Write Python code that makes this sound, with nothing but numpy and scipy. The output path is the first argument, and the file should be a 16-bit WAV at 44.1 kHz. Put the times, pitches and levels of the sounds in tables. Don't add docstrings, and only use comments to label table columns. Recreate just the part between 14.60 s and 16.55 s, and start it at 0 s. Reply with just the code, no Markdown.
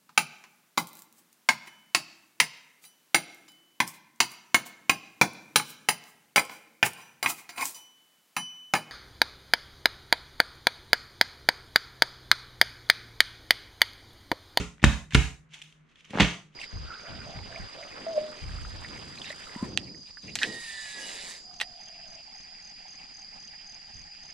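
import sys
import numpy as np
from scipy import signal
from scipy.fft import rfft, irfft
from scipy.io import wavfile
from scipy.ndimage import uniform_filter1d

SR = 44100
rng = np.random.default_rng(int(sys.argv[2]) if len(sys.argv) > 2 else 0)


def log_audio(samples):
    frames = np.atleast_2d(samples).T
    limited = np.clip(frames, -1, 1)
    pcm = np.round(limited * 32767).astype(np.int16)
    wavfile.write(sys.argv[1], SR, pcm)


def volts(x):
    e = np.asarray(x, float) / 20
    return 10 ** e


N = 85995
PRE = 6000
M = N + PRE
DIRECT_SAME = .8

# t/s, level/dB, contact/ms
JOLTS = [
    (-.04, -21.5, 0.99),
    (.228, -29, 0.64),
    (.241, -8.5, 1.66),
    (.533, -31, 4.1),
    (.549, -9, 1.84),
]
# t/s, thud level/dB, contact/ms, ring level/dB
KNOCKS = [(-.015, -23, 0.43, -39.5), (1.497, -57.5, 1.5, -89.5), (1.507, -45.5, 1.16, -58.5),
          (1.535, -40.5, 0.77, -56.5), (1.553, -30, 1.3, -60.5), (1.577, -39, 0.38, -68.5),
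          (1.588, -35.5, 0.96, -37.5), (1.600, -18, 1.2, -24.5), (1.606, -18, 0.42, -19),
          (1.616, -18, 2.14, -22.5), (1.630, -32, 0.3, -26.5), (1.647, -26, 0.18, -30)]
# f/Hz, level/dB
RUSTLE = [(500, -31.5), (1300, -13.5), (2400, 0.5), (3200, 0), (4800, -13), (6300, -10), (10300, -27.5),
          (14000, -50)]


def evened(x):
    return x / np.sqrt(np.mean(x ** 2) + 1e-20)


def read(points, hz):
    f, value = np.transpose(points)
    return np.interp(np.log(hz + 1), np.log(f + 1), value)


def curve(points):
    t = (np.arange(M) - PRE) / SR
    return np.interp(t, *np.transpose(points), left=-120, right=-120)


def add(mix, s, sound):
    part = mix[round(s * SR) + PRE:][:len(sound)]
    part += sound[:len(part)]


def butter(x, order, hz, kind="low"):
    return signal.sosfilt(signal.butter(order, hz, kind, fs=SR, output="sos"), x)


def colour(gain_db):
    hz = abs(np.fft.fftfreq(4096, 1 / SR))
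    log = np.log(volts(np.maximum(gain_db(hz), -100)))
    taps = np.fft.ifft(np.exp(log - 1j * signal.hilbert(log).imag)).real[:1024]
    return taps / np.linalg.norm(taps)


def tilt(db_per_octave, hz):
    return db_per_octave * np.log2(hz / 2500 + 0.013)


def rings(modes, lead=0.):
    t = np.arange(SR // 2) / SR
    hz, db, t60 = np.transpose(modes)[:, :, None]
    return (volts(db - 60 * t / t60) * np.sin(2 * np.pi * hz * t + lead)).sum(0)


def widen(a, b, same):
    same = np.clip(same, 0, 1)
    return np.array([a, same * a + np.sqrt(1 - same ** 2) * b])


def pushes(rows):
    out = np.zeros(M)
    for s, db, ms, *_ in rows:
        push = np.hanning(max(round(ms * SR / 1000), 4) + 2)
        add(out, s, -volts(db) * push / push.sum())
    return out


def slips():
    slips_per_s, decay_ms, spread_db = 1800, 4.6, 6
    size = volts(spread_db * np.minimum(rng.exponential(1, M), 3))
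    size = size * (rng.random(M) < slips_per_s / SR)
    size = signal.lfilter([1], [1, -np.exp(-1000 / (decay_ms * SR))], size)
    return size * widen(*rng.standard_normal((2, M)), DIRECT_SAME)


def kitchen():
    # f/Hz, level/dB per Hz
    air_colour = [(52, 2), (82, -16), (163, -4), (400, -13), (780, -22), (1090, -15), (2180, -17.5),
                  (7480, -51), (15000, -73)]
    # t/s, level/dB
    hum_level = [(-.1, -59), (.5, -54), (.8, -58.5), (.93, -62), (.99, -78), (1.06, -60.5), (1.22, -61.5),
                 (1.3, -81), (1.6, -60), (1.99, -65)]
    air_db, air_same = -63.5, 0.33
    hum_hz, hum_width_hz, steady = 154, 5, .8
    a, b, c = rng.standard_normal((3, M))
    hz = np.fft.rfftfreq(M, 1 / SR)
    air = evened(irfft(rfft(widen(a, b, air_same)) * volts(read(air_colour, hz)), M))
    fuzz = evened(irfft(rfft(c) / (1 + ((hz - hum_hz) / hum_width_hz) ** 4), M))
    hum = steady * np.sin(2 * np.pi * hum_hz * np.arange(M) / SR) + fuzz
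    return volts(air_db) * air + volts(curve(hum_level)) * hum


def room(x):
    # f/Hz, t60/s
    decay = [(200, 0.4838), (500, 0.3477), (1200, 0.33), (3000, 0.305), (7000, 0.3619), (13000, 0.37)]
    # f/Hz, likeness/1
    likeness = [(200, 0.93), (700, 0.77), (3000, 0.46), (9000, 0.72)]
    bend, rise_s = 1.5, 0.013
    taps = np.zeros((2, SR))
    at = np.arange(100, SR - 20, 10) + rng.integers(0, 10, (2, (SR - 111) // 10))
    np.put_along_axis(taps, at, rng.choice([-1., 1.], at.shape), 1)
    hz, t, z = signal.stft(taps, SR, nperseg=256)
    z = widen(*z, read(likeness, hz)[:, None])
    z = z * volts(-60 * (t / read(decay, hz)[:, None]) ** bend)
    tail = signal.istft(z, SR, nperseg=256)[1][:, :SR]
    tail = tail * np.minimum(np.arange(SR) / SR / rise_s, 1)
    return signal.fftconvolve(x[None], tail / np.linalg.norm(tail[0]), axes=1)[:, :M]


def table_legs():
    # f/Hz, level/dB, t60/s, left-right/dB
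    legs = [(58.3, 0.5, 0.29, -5.5), (72, -3.5, 0.29, -13)]
    # f/Hz, level/dB, t60/s
    short_sway = [(63.6, 1, 0.18)]
    start, lag, lead = 1.6, 3.2, 0.7
    knock_db, knock_pan_db = 2, -13
    sway, nudge = [], []
    for side in (.5, -.5):
        sway.append(sum(volts(side * pan_db) * rings([mode], start + side * lead - k * lag)
                        for k, (*mode, pan_db) in enumerate(legs)))
        nudge.append(volts(knock_db + side * knock_pan_db) * rings(short_sway, side * lead))
    boom = signal.fftconvolve(pushes(JOLTS)[None], np.array(sway), axes=1)
    boom = boom + signal.fftconvolve(pushes(KNOCKS[8:10])[None], np.array(nudge), axes=1)
    return butter(boom, 2, 46, "high")[:, :M]


def table_top():
    # f/Hz, level/dB, t60/s
    near_modes = [(137.1, -2.5, .22), (171.8, -11.5, 0.36), (200.7, -4, 0.095), (215.9, -9, 0.27),
                  (248.6, -15.5, 0.36), (285, -16, 0.28), (305, -9, 0.1), (332, -16.5, 0.19),
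                  (426, -24.5, .2), (564, -19.5, 0.3), (776, -8, 0.065), (1050, -15, 0.013),
                  (97.2, -5.5, 0.21), (44, -9, .11)]
    # f/Hz, level/dB, t60/s
    far_modes = [(95, -14, 0.35), (115.5, -8, 0.046), (137.55, -3.5, .28), (167, -11.5, 0.36),
                 (189.9, -4.5, 0.046), (240, -2.5, 0.081), (269.7, -15.5, 0.29), (324.2, -16, 0.22),
                 (361, -12, 0.13), (429, -11.5, .2), (550, -19.5, 0.079), (46.14, -12.5, .12)]
    # f/Hz, level/dB, t60/s
    thud_modes = [(132.65, -7, 0.2), (160, -6.5, 0.054), (173, -11, 0.31), (205, 3, 0.1), (211.4, -13, .22),
                  (252, 1.5, .06), (285, -10.5, 0.24), (377, -11.5, 0.15), (419, -9, 0.26),
                  (485.2, -10, 0.14), (569, -16, 0.12)]
    near = signal.fftconvolve(pushes(JOLTS[:3]), rings(near_modes))
    far_end = signal.fftconvolve(pushes(JOLTS[3:]), rings(far_modes))
    thud = signal.fftconvolve(butter(pushes(KNOCKS), 2, 110, "high"), rings(thud_modes))
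    return (near + far_end + thud)[:M]


def steel_pan():
    # f/Hz, level/dB, t60/s
    clear_modes = [(966, -5.5, 0.16), (1205, -1, .22), (1530, -12.5, 0.14), (2200, -3, 0.22),
                   (2280, -1.5, 0.26), (2457, -10.5, 0.22), (2740, -4.5, 0.12), (2700, -5, .2),
                   (3015, -3, .2), (3221, -3, 0.28), (3627, -9.5, .22), (4020, -6.5, .2), (4250, -13, 0.16),
                   (4380, -10, 0.22)]
    low_hz, high_hz, crowd_db, crowd_t60 = 1720, 4420, -13, 0.18
    rattle, t = np.zeros(M), np.arange(600) / SR
    for (s, _, _, ring_db), z in zip(KNOCKS, rng.standard_normal((len(KNOCKS), 600))):
        add(rattle, s, volts(ring_db - 29.5) * z * np.exp(-t / 0.0055))
    rattle = butter(rattle, 2, 5200)
    crowd = []
    for ear in rng.random((2, 150, 2)):
        modes = [(low_hz + (high_hz - low_hz) * u, crowd_db + 0.95 * g - 40 * (u - .35) ** 2, crowd_t60)
                 for u, g in ear]
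        crowd.append(rings(modes))
    pan = widen(*crowd, DIRECT_SAME) + rings(clear_modes)
    return signal.fftconvolve(rattle[None], pan, axes=1)[:, :M]


def creak():
    # t/s, level/dB
    strain = [(.89, -73), (.93, -52), (.97, -56), (1.06, -71), (1.13, -83), (1.2, -96), (1.3, -67.5),
              (1.34, -73), (1.41, -59.5), (1.46, -75), (1.5, -54.5), (1.55, -49), (1.594, -43),
              (1.604, -22), (1.66, -35.5), (1.74, -62), (1.9, -83.5), (1.95, -60.5)]
    # t/s, level/dB
    scrape = [(1.48, -69), (1.51, -58), (1.53, -55.5), (1.55, -42.5), (1.57, -53), (1.59, -37.5),
              (1.62, -31.5), (1.66, -83.5)]
    taps = colour(lambda hz: read(RUSTLE, hz) + tilt(-1.23, hz))
    bend = evened(signal.oaconvolve(slips(), taps[None], axes=1)[:, :M])
    rub = evened(butter(slips(), 2, (262, 1650), "band"))
    return bend * volts(curve(strain)) + rub * volts(curve(scrape))


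def cracks():
    # t/s, peak level/dB, burst length/ms, brightness/(dB per
    # octave), tray cell f/Hz
    ice_cracks = [
        (-.07, -6, 1.3, 0.56, 1430),
        (-.003, -27.5, 3.3, 4, 2543),
                  (.1805, -45.5, 1.8, -7, 1830), (.195, -49.5, 14, -9, 2010), (.218, -38.5, 7.5, -9, 3440),
           (.228, -29.5, 5.7, 0.5, 870), (0.24, -4.5, 1.48, -3, 1793), (0.242, -12, 2, 0.5, 1744),
           (.2436, -10, 3.4, 3, 3777), (.2465, -21.5, 1.3, 0.5, 6480), (.2505, -17, 2.7, -3.5, 2380),
           (.5065, -37, 5.3, -1.5, 2110), (.514, -41, 4.1, -4, 3000), (.5222, -31, 5.4, -3.5, 1870),
           (.533, -33.5, 17, 1, 2380), (.5467, -11.5, 1.63, 4.5, 3970), (.5490, -14.5, 2.3, 3, 2730),
           (.5503, -7.5, 3.3, -0.5, 2745), (0.5544, -16.5, 3.9, 0, 1820), (.5595, -21, 3, 1.5, 2300),
           (.5640, -22.5, 1.4, 1, 2780), (.9216, -47, 4.2, -9.5, 2190), (.9349, -39, 8.8, 0, 2200),
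           (.941, -37, 4, 1.5, 3370), (.946, -41, 6.7, 2, 2050), (.952, -48.5, 13, 3.5, 870),
           (.968, -52, 10, 0.5, 860), (.989, -44, 2.4, 4, 2730), (1.0166, -34, 2.9, 2, 3050),
           (1.0214, -33.5, 2.2, 2.5, 3600), (1.038, -46.5, 2.8, 5, 3200), (1.1243, -47.5, 2.3, 1, 3185),
           (1.311, -59, 12, -5, 2380), (1.3563, -49, 3.9, -4, 3220), (1.4062, -47, 3, 0, 2770),
           (1.4446, -50, 9, -3, 2950), (1.4490, -46, 2.3, 2, 5800), (1.4544, -51, 9.3, -7, 3000)]
    chatter = [(1.5052, -37.5, 3, 3, 2660), (1.533, -31.5, 2.8, -8.5, 850), (1.538, -26.5, 3.1, -9, 566),
               (1.546, -29, 5.9, -8.5, 1240), (1.554, -26.5, 5.5, -9.5, 606.6),
               (1.5740, -19.5, 2.1, -8, 1800), (1.5855, -20.5, 2.2, -6.5, 1659), (1.593, -27, 3.5, -3, 801),
               (1.5990, -14.5, 2, -7, 1394), (1.6047, -14.5, 4, -2, 2963), (1.628, -21.5, 6, -5.5, 1205)]
    # f/Hz, level/dB
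    plastic = [(150, -39.5), (750, -7.5), (2700, -1), (3900, -10), (5000, -13.5), (6800, -13), (10000, -29),
               (15300, -57.5)]
    big_db = -22
    dull_hz = 1780
    small_rise_s, big_rise_s = .0012, .0002
    snap = 1.1
    cell_share, cell_cycles = 0.76, 30
    out, far, t = np.zeros((2, M)), np.zeros(M), np.arange(900) / SR
    rows = ice_cracks + chatter
    for (s, db, ms, slope, cell_hz), z in zip(rows, rng.standard_normal((len(rows), 2, 900))):
        big = db > big_db
        body = plastic if big or cell_hz < dull_hz else RUSTLE
        taps = volts(db - 2.5) * colour(lambda hz: read(body, hz) + tilt(slope, hz))
        cell = rings([(cell_hz, 0, cell_cycles / cell_hz)])[:len(taps)]
        taps = taps + volts(db - 6.0) * cell_share * cell / np.linalg.norm(cell)
        rise = np.minimum(t / (big_rise_s if big else small_rise_s), 1)
        burst = widen(*z, DIRECT_SAME) * rise * np.exp(-t * 1000 / max(ms, .3))
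        burst = burst + snap * big * np.exp(-((t - .0004) / .00009) ** 2)
        for ear, part in zip(out, burst):
            add(ear, s, np.convolve(part, taps))
        add(far, s, taps * np.linalg.norm(burst) / np.sqrt(2))
    return out, far


def scene():
    boom, wood, steel, rub = table_legs(), table_top(), steel_pan(), creak()
    snaps, far = cracks()
    direct = (snaps + rub + steel) * volts([[-.5], [.5]]) + wood + boom
    wet = volts(-5) * room(far + rub[0] + 0.47 * steel[0] + .12 * wood)
    return (direct + wet + kitchen())[:, PRE:]


def low_pass(x):
    return signal.sosfilt(signal.butter(12, 15360, fs=SR, output="sos"), x)


def record(dry):
    side_lift_hz, side_lift = 6560, 1.4
    knee_db, squeeze, clamp_s, recover_db_per_s = -26, 0.13, 0.0074, 132.5
    makeup_db, ceiling = -1, 2.8
    x = butter(butter(dry, 1, 40, "high"), 2, 26, "high")
    lift = signal.butter(2, side_lift_hz, "high", fs=SR, output="sos")
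    side = signal.sosfiltfilt(lift, x[0] - x[1]) * side_lift / 2
    x = x + np.array([side, -side])
    power = uniform_filter1d((x ** 2).mean(0), size=200, origin=99)
    power_db = 10 * np.log10(abs(power) + 1e-12)
    fall = np.arange(N) * recover_db_per_s / SR
    held_db = np.maximum.accumulate(power_db + fall) - fall
    over_db = np.maximum(held_db - knee_db, 0)
    r = np.exp(-1 / (clamp_s * SR))
    x = x * volts(makeup_db - squeeze * signal.lfilter([1 - r], [1, -r], over_db))
    return low_pass(ceiling * np.tanh(x / ceiling))


dry = scene()
out = record(dry)
log_audio(out)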